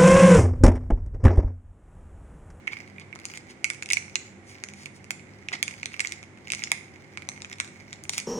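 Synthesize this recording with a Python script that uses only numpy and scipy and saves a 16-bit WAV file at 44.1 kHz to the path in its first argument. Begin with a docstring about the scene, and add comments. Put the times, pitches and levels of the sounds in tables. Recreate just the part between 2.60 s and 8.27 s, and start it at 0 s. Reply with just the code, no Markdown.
"""In a small hard room, close to a phone, a foil sachet is shaken and tapped empty over a plastic bottle.
Its creases buckle in single snaps: each is a pulse with a brief noisy flutter. Random grains make a fine
crackle of foil and powder, and denser runs of grains make the foil rub on itself or on the bottle's rim.
The hand nudges the bottle with dull rumbles of noise. A fan behind hums in wavering tones and air noise.
The phone's right microphone port rings near 2 kHz."""
import sys
import numpy as np
from scipy import signal
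from scipy.fft import rfft, irfft, next_fast_len
from scipy.io import wavfile
from scipy.ndimage import uniform_filter1d, minimum_filter1d, map_coordinates

SR = 44100
rng = np.random.default_rng(int(sys.argv[2]) if len(sys.argv) > 2 else 0)


def bounce(signal):
    """Save signal as a 16-bit WAV file at the path given by the first command-line argument."""
    frames = np.transpose(np.atleast_2d(signal))
    limited = np.clip(frames, -1, 1)
    pcm = np.round(limited * 32767).astype(np.int16)
    wavfile.write(sys.argv[1], SR, pcm)


N = 250047

# the larger creases that buckle: t/s, level near 2 kHz before the shared gain/dB, then relative to it
# low pop/dB, treble sparkle/dB, top fizz/dB; last, the resonance of the facet, f/Hz
SNAPS = [(0.0725, -20, -34, -29, -53, 2900), (0.076, -15.5, -31, -31, -53, 2880),
         (0.1324, -23.5, -26, -27, -40, 3190), (0.169, -29.5, -22, -29, -46, 3200),
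         (0.382, -27.5, -44, -36, -43, 3230), (0.5275, -28.5, -28, -31, -52, 3200),
         (0.5583, -32.5, -13.5, -17, -47, 5890), (0.6539, -32, -16.5, 0.5, -15, 6140),
         (0.6998, -32, -24, -16, -41, 6500), (1.0435, -12.5, -30.5, -12.5, -30, 6500),
         (1.1016, -20, -22, -9, -28, 9100), (1.2243, -22.5, -28, -15, -35, 7530),
         (1.2595, -32.5, -32, -6.5, -33, 8990), (1.289, -27.5, -39, -12, -33, 2900),
         (1.3028, -19.5, -35, -9, -30, 3410), (1.3063, -23.5, -27, -7, -33, 2850),
         (1.3108, -9.5, -44, -35, -40, 2900), (1.3228, -28.5, -47, 1.5, -19, 8570),
         (1.3327, -16.5, -27, -2.5, -21, 5940), (1.3699, -11.5, -35.5, -23, -37, 6850),
         (1.5558, -9, -33.5, -14, -50, 6600), (2.0378, -27, -15, -7, -28, 6500),
         (2.0872, -34, -21, -10, -28, 6330), (2.2581, -28.5, -30, -11, -25, 2830),
         (2.5066, -18.5, -25, -12, -19.5, 7200), (2.8861, -15.5, -47, -23, -70, 5320),
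         (2.9191, -30, -14, -27, -49, 2960), (2.9292, -33, -12, -6, -51, 4640),
         (3.028, -16, -27.5, -6.5, -17.5, 3340), (3.0799, -21.5, -24, -13.5, -35, 7050),
         (3.2308, -24.5, -23, -14.5, -60, 3380), (3.2575, -23, -19, -7, -34, 3380),
         (3.3414, -25, -28, -25, -40, 2920), (3.3944, -17, -32, -17.5, -42, 6470),
         (3.4038, -14, -26.5, -12, -29, 7550), (3.4484, -17.5, -32, -27, -41, 7180),
         (3.472, -27.5, -35, -2.5, -38, 7150), (3.5219, -24.5, -34, -8, -29, 5940),
         (3.6292, -35, -18, -13, -37, 6290), (3.8727, -31.5, -22, -17, -40, 2900),
         (3.9025, -22.5, -37, -11.5, -47, 3210), (3.9201, -18, -40, -7.5, -29, 8570),
         (3.9349, -23.5, -14.5, -8.5, -40, 6270), (3.949, -30, -30, -2.5, -28, 6150),
         (4.0212, -26, -34, -27, -37, 2870), (4.0381, -20.5, -38, -5.5, -50, 5800),
         (4.1173, -12, -20.5, -10.5, -22.5, 9050), (4.5735, -26, -17, -13, -46, 3270),
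         (4.6888, -28, -11.5, -0.5, -26, 6930), (4.8197, -37.5, -13, 3, -41, 3400),
         (4.8467, -23.5, -29, -20, -72, 3210), (4.9291, -34, -23, -4.5, -48, 3390),
         (5.001, -13.5, -23, -14, -32.5, 7560), (5.3295, -34.5, -18, -0.5, -43, 3270),
         (5.438, -53, -13, 12, 6, 6860), (5.4943, -22.5, -18.5, -2.5, -15, 6100),
         (5.5348, -28.5, -24, -6, -31, 4510), (5.5802, -20.5, -18.5, -7, -11, 6940),
         (5.6004, -30, -30, -3.5, -23, 6040)]


def amp(db):
    """Turn decibels into a gain."""
    return 10 ** (np.asarray(db) / 20)


def unit(x):
    """Scale x to an rms (average strength) of 1."""
    return x / np.sqrt(np.mean(x ** 2) + 1e-20)


def along(points, hz):
    """Read a curve of (f/Hz, value) points at any frequency, on a log axis as pitch is heard."""
    f, value = np.transpose(points)
    return np.interp(np.log(hz + 1), np.log(f + 1), value)


def wobble(rate):
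    """Draw a smooth random curve through this many random points a second."""
    knots = rng.standard_normal(int(N * rate / SR) + 4)
    return map_coordinates(knots, [np.arange(N) * rate / SR])


def filtered(x, response):
    """Multiply the spectrum of x by a response that depends on frequency."""
    size = next_fast_len(N + SR // 4)  # spare room keeps the end from wrapping onto the start
    hz = np.fft.rfftfreq(size, 1 / SR)
    return irfft(rfft(x, size) * response(hz), size)[..., :N]


def coloured(x, points):
    """Shape the tone of x by (f/Hz, level/dB) points, then scale it to rms 1."""
    return unit(filtered(x, lambda hz: amp(along(points, hz))))


def causal(gain_db):
    """Turn gains on an FFT grid into the impulse response that sounds as early as it can (minimum phase)."""
    cepstrum = irfft(np.log(amp(gain_db)))
    half = len(cepstrum) // 2
    # folding the second half onto the first leaves nothing before time zero
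    cepstrum[1:half] *= 2
    cepstrum[half + 1:] = 0
    return irfft(np.exp(rfft(cepstrum)))


def add(track, s, sound):
    """Mix a sound into the track at s seconds."""
    start = max(round(s * SR), 0)
    track[start:start + len(sound)] += sound[:max(N - start, 0)]


def grains(rate, spread_db):
    """Scatter random tiny impulses, on average rate a second, a few larger than the rest; rms 1."""
    sizes = amp(spread_db * np.minimum(rng.exponential(size=N), 3))
    present = rng.random(N) < rate / SR
    return unit(present * rng.choice([-1, 1], N) * sizes)


def swell(s, half_s):
    """A bell-shaped stroke centred on s seconds; half_s away from there it is down to 37 percent."""
    distance = (np.arange(N) / SR - s) / half_s
    return np.exp(-np.minimum(distance ** 2, 50))


def fan(air_db, hum_db, apart_db):
    """Unsteady hum lines in a rush of air; the air's bass reaches both ports almost alike."""
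    # the hum lines: f/Hz, level before hum_db and the wavering/dB
    hum_lines = [(96.9, -55.5), (145.3, -58), (199.2, -55.5), (247.6, -59), (328.4, -63)]
    # steady air noise of the room: f/Hz, level/dB
    air_colour = [(25, -23), (45, -13.5), (75, 0), (110, 4), (250, -1), (380, 4), (460, -6), (540, -3),
                  (620, -9.5), (780, -5), (1300, -20.5), (2200, -29.5), (4500, -38), (15000, -42)]
    t = np.arange(N) / SR
    hum = np.zeros(N)
    for hz, db in hum_lines:
        level = amp(db + 3 * wobble(11)) * np.sqrt(2)  # a sine of peak sqrt(2) has rms 1
        hum += level * np.sin(2 * np.pi * hz * t + 1.4 * wobble(hz / 8))
    mid, side = coloured(rng.standard_normal((2, N)), air_colour) * amp(0.09 * wobble(13.0))
    # how much the ports differ: f/Hz, level/dB
    difference = [(30, -28), (80, -6.5), (250, -10.5), (600, -7), (1500, 0)]
    side = filtered(side, lambda hz: amp(along(difference, hz)))
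    air = np.array([mid + side, mid - side])
    balance = amp([[-apart_db], [apart_db]])  # the hum is softer on the left, louder on the right
    return amp(air_db) * air + amp(hum_db) * hum * balance


def bumps():
    """The hand nudges the bottle: soft contact gives only a dull rumble, made of swelling noise."""
    # the nudges: centre t/s, half length/s, level/dB
    nudges = [(.195, .025, -45), (2.935, .035, -42), (3.04, .08, -45), (3.99, .06, -45)]
    # their dull tone: f/Hz, level/dB
    nudge_colour = [(50, -28), (130, -38), (200, 19), (330, 6), (700, -66), (2000, -55), (8000, -88)]
    strength = sum(amp(db) * swell(s, half_s) for s, half_s, db in nudges)
    return strength * coloured(rng.standard_normal(N), nudge_colour)


def rubs():
    """The foil catches and slips in a dense run of grains; on the rim it also drives the bottle."""
    # rubs on the foil itself or on the rim: centre t/s, half length/s, level/dB,
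    # the bottle's hollow body relative to that level/dB
    rub_strokes = [(0.128, 0.011, -57.5, 16.5), (0.413, 0.012, -68.5, 19.5), (0.758, 0.011, -46, -6),
                   (0.904, 0.013, -48.5, -5.5), (1.903, 0.038, -50.5, -34), (2.212, 0.053, -51, -13),
                   (2.362, 0.019, -52.5, -38), (2.935, 0.0062, -39, 9), (2.953, 0.005, -44, 8),
                   (5.541, 0.015, -33.5, -19.5), (5.582, 0.012, -32, -10)]
    # tone of the rubbed foil: f/Hz, level/dB
    rub_colour = [(200, -32), (1000, -18), (2200, -15), (3300, -7.5), (4500, -1), (9000, -3.5), (16000, -1)]
    # tone of the bottle's hollow body: f/Hz, level/dB
    bottle_colour = [(100, -7), (250, -15), (800, 3.5), (1500, -4), (2300, -5.5), (5000, -9.5),
                     (16000, -67)]
    slips = grains(rate=5000, spread_db=3)
    sheet, body = np.zeros(N), np.zeros(N)
    for s, half_s, db, body_db in rub_strokes:
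        stroke = amp(db) * swell(s, half_s)
        sheet += stroke
        body += stroke * amp(body_db)
    return sheet * coloured(slips, rub_colour) + body * coloured(slips, bottle_colour)


def rustle(crackle_db, powder_db):
    """Small wrinkles tick in clumps while the powder slides with a soft hiss of many grains."""
    # how busily the fingers work the packet: t/s, level before the crackle and powder gains/dB
    finger_work = [(0, -63), (.15, -39.5), (.47, -70), (.7, -38), (.98, -59), (1.68, -47), (1.81, -86),
                   (1.9, -42.5), (2.43, -65), (2.95, -48.5), (3.5, -41), (3.72, -67), (3.95, -37),
                   (4.5, -53.5), (5.15, -46), (5.38, -48.5), (5.67, -60)]
    # tone of crackle and powder: f/Hz, level/dB
    rustle_colour = [(200, -42), (900, -2), (2200, -1.5), (3400, -9), (5000, -1.5), (9000, -18),
                     (16000, 0.5)]
    motion = amp(np.interp(np.arange(N) / SR, *np.transpose(finger_work)))
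    ticks = grains(rate=170, spread_db=4) * amp(2.5 * wobble(25))
    decay_s = .0006  # each wrinkle's flutter falls to 37 percent in this time
    flutter = signal.lfilter([1], [1, -np.exp(-1 / (decay_s * SR))], np.abs(ticks))
    crackle = coloured(flutter * rng.standard_normal(N), rustle_colour)
    sliding = grains(rate=6000, spread_db=3) * amp(1.5 * wobble(18))
    powder = coloured(sliding, rustle_colour)
    return motion * (amp(crackle_db) * crackle + amp(powder_db) * powder)


def small_creases(count=2):
    """Each large snap loosens count small creases, which give way soon after it; rows like those of SNAPS."""
    # range of the random facet resonances: lowest f/Hz, highest f/Hz
    low, high = (2430, 7000)
    mean_delay_s = .07
    level_db, level_scatter_db = -43, 4.5
    pop_db, sparkle_db, fizz_db, sparkle_scatter_db = -20.5, -14.5, -30.5, 5
    rows = []
    for s, *_ in SNAPS * count:
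        size, stiffness = rng.standard_normal(2)
        bright_db = sparkle_scatter_db * stiffness
        start_s = s + mean_delay_s * rng.exponential()
        facet_hz = low * (high / low) ** rng.random()
        rows.append((start_s, level_db + level_scatter_db * size, pop_db,
                     sparkle_db + bright_db, fizz_db + bright_db, facet_hz))
    return rows


def buckle(flutter_s, flutter_db, apart_db, size=1024):
    """One crease flips: a pulse and a brief flutter of the sheet, a little different at each port."""
    t = np.arange(size) / SR
    shared = amp(flutter_db) * rng.standard_normal(size)
    shake = shared + amp(apart_db) * rng.standard_normal((2, size))
    life = t / (flutter_s * np.exp(.35 * rng.standard_normal()))  # every flutter lasts a bit differently
    bursts = shake * (1 + life) * np.exp(-life)
    bursts[:, 0] += rng.choice([-1, 1])  # the pulse, inward or outward
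    # narrow peaks and gaps stay, broad bands carry equal energy
    power = np.abs(rfft(bursts)) ** 2
    broad_db = 10 * np.log10(np.abs(uniform_filter1d(power, size=56)) + 1e-12)
    return np.array([signal.fftconvolve(burst, causal(-db))[:size] for burst, db in zip(bursts, broad_db)])


def snaps(gain_db, facet_octaves):
    """Large facets pop low, small stiff ones sparkle; each has one damped resonance of its own."""
    # the colour that all snaps share: f/Hz, level/dB
    snap_colour = [(40, -25), (150, 15), (1000, 24), (1600, 5), (2100, -3), (2450, 3), (3000, -1.5),
                   (4300, 5.5), (7500, 3.5), (14500, 22.5)]
    edge_share = 0.88  # how far the upper mids follow the sparkle
    facet_db = 5  # boost at the facet's resonance
    # louder snaps flutter longer, as larger facets do: the time at one level, and the rise that doubles it
    flutter_s, flutter_at_db, doubles_db = .0005, -22, 26
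    ports = np.zeros((2, N))
    hz = np.fft.rfftfreq(512, 1 / SR)
    for s, db, pop_db, sparkle_db, fizz_db, facet_hz in [*SNAPS, *small_creases()]:
        # pop, body, edge, sparkle and fizz: f/Hz, level/dB
        own = [(1000, pop_db), (2200, 0), (4300, edge_share * sparkle_db),
               (7500, sparkle_db), (14500, fizz_db)]
        colour = along(snap_colour, hz) + along(own, hz)
        octaves_off = np.log2((hz + 1) / facet_hz)
        facet = facet_db / (1 + (octaves_off / facet_octaves) ** 2)
        life_s = flutter_s * 2 ** ((db - flutter_at_db) / doubles_db)
        flip = buckle(life_s, flutter_db=-6, apart_db=-9)
        sounds = signal.fftconvolve(flip, causal(colour + facet)[None], axes=1)
        for port, sound in zip(ports, sounds):
            add(port, s, amp(db + gain_db) * sound)
    return ports


def room(x, tail_db, early_db, early_s, count=40):
    """Worktop and near walls answer first, the room rings on; echoes are random, new for each short stretch."""
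    # the room's answer: f/Hz, time for the tail to fall by 60 dB/s, level/dB
    ringing = np.array([(200, .45, -1), (1000, .42, 0), (2200, .47, -1), (4500, .38, -1), (6500, .47, 1),
                        (10000, .4, 0), (12500, .2, -9), (15000, .2, -9)])
    wet, length = np.zeros((2, N)), SR // 2
    t = np.arange(length) / SR
    arrival = np.clip((t - .004) / .002, 0, 1)  # silent for 4 ms, full after 6 ms
    # count equal stretches, each with its own random echoes
    for part in np.array_split(np.arange(N), count):
        hz, at, noise = signal.stft(rng.standard_normal((2, length)), SR, nperseg=256)
        late = unit(amp(-60 * at / along(ringing[:, :2], hz)[:, None]))
        early = unit(np.exp(-at / early_s))
        tone = amp(along(ringing[:, [0, 2]], hz))[:, None]
        fade = tone * np.hypot(amp(tail_db) * late, amp(early_db) * early)
        answer = signal.istft(noise * fade, SR, nperseg=256)[1][:, :length]
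        answer = answer * arrival / np.sqrt(length)
        for port, echo in zip(wet, signal.fftconvolve(x[None, part], answer, axes=1)):
            add(port, part[0] / SR, echo)
    return wet


def scene():
    """Mix all layers; the foil's sound comes through the right port a fraction of a millisecond later."""
    foil = snaps(gain_db=22, facet_octaves=0.14) + rubs() + rustle(crackle_db=-6.5, powder_db=-16.5)
    left, right = foil
    lag_s = .00032
    late_right = filtered(right, lambda hz: np.exp(-2j * np.pi * hz * lag_s))
    direct = np.array([left, late_right])
    echoes = room((left + right) / 2, tail_db=-11.0, early_db=1.5, early_s=0.0048)
    return direct + echoes + bumps() + fan(air_db=-44, hum_db=5.5, apart_db=2.0)


def record(dry):
    """Each port adds its own resonances, a fast limiter holds the biggest peaks, and the band ends steeply."""
    # response of the left microphone port: f/Hz, level/dB
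    left_port = [(300, -9), (1100, -7.5), (1650, 3), (2400, 1.5), (3300, 1.5), (5000, 3.5), (6200, 3.5),
                 (7000, 2.5), (8000, -1), (9200, -0.5), (11500, -14.5), (13800, -34), (15200, -10.5),
                 (17000, -49.5)]
    # response of the right microphone port: f/Hz, level/dB
    right_port = [(300, -9.5), (900, -10.5), (1400, 1.5), (1720, 4.5), (2030, 15.5), (2130, 18), (2270, 15),
                  (2520, 7.5), (2950, 5), (5000, -3.5), (6600, 4.5), (8000, 4), (9100, 1), (12000, -19),
                  (13800, -25), (15200, -10), (17000, -35)]
    top_hz = 17200
    grid = np.fft.rfftfreq(2048, 1 / SR)
    ports = np.array([signal.fftconvolve(x, causal(along(port, grid)))[:N]
                      for x, port in zip(dry, (left_port, right_port))])
    # one gain for both ports turns down peaks above 0.9, eased in and out over about 3 ms
    needed = 1 / np.maximum(np.abs(ports).max(axis=0) / .9, 1)
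    gain = uniform_filter1d(minimum_filter1d(needed, size=129), size=129)
    return filtered(gain * ports, lambda hz: hz < top_hz)


dry = scene()
out = record(dry)
bounce(out)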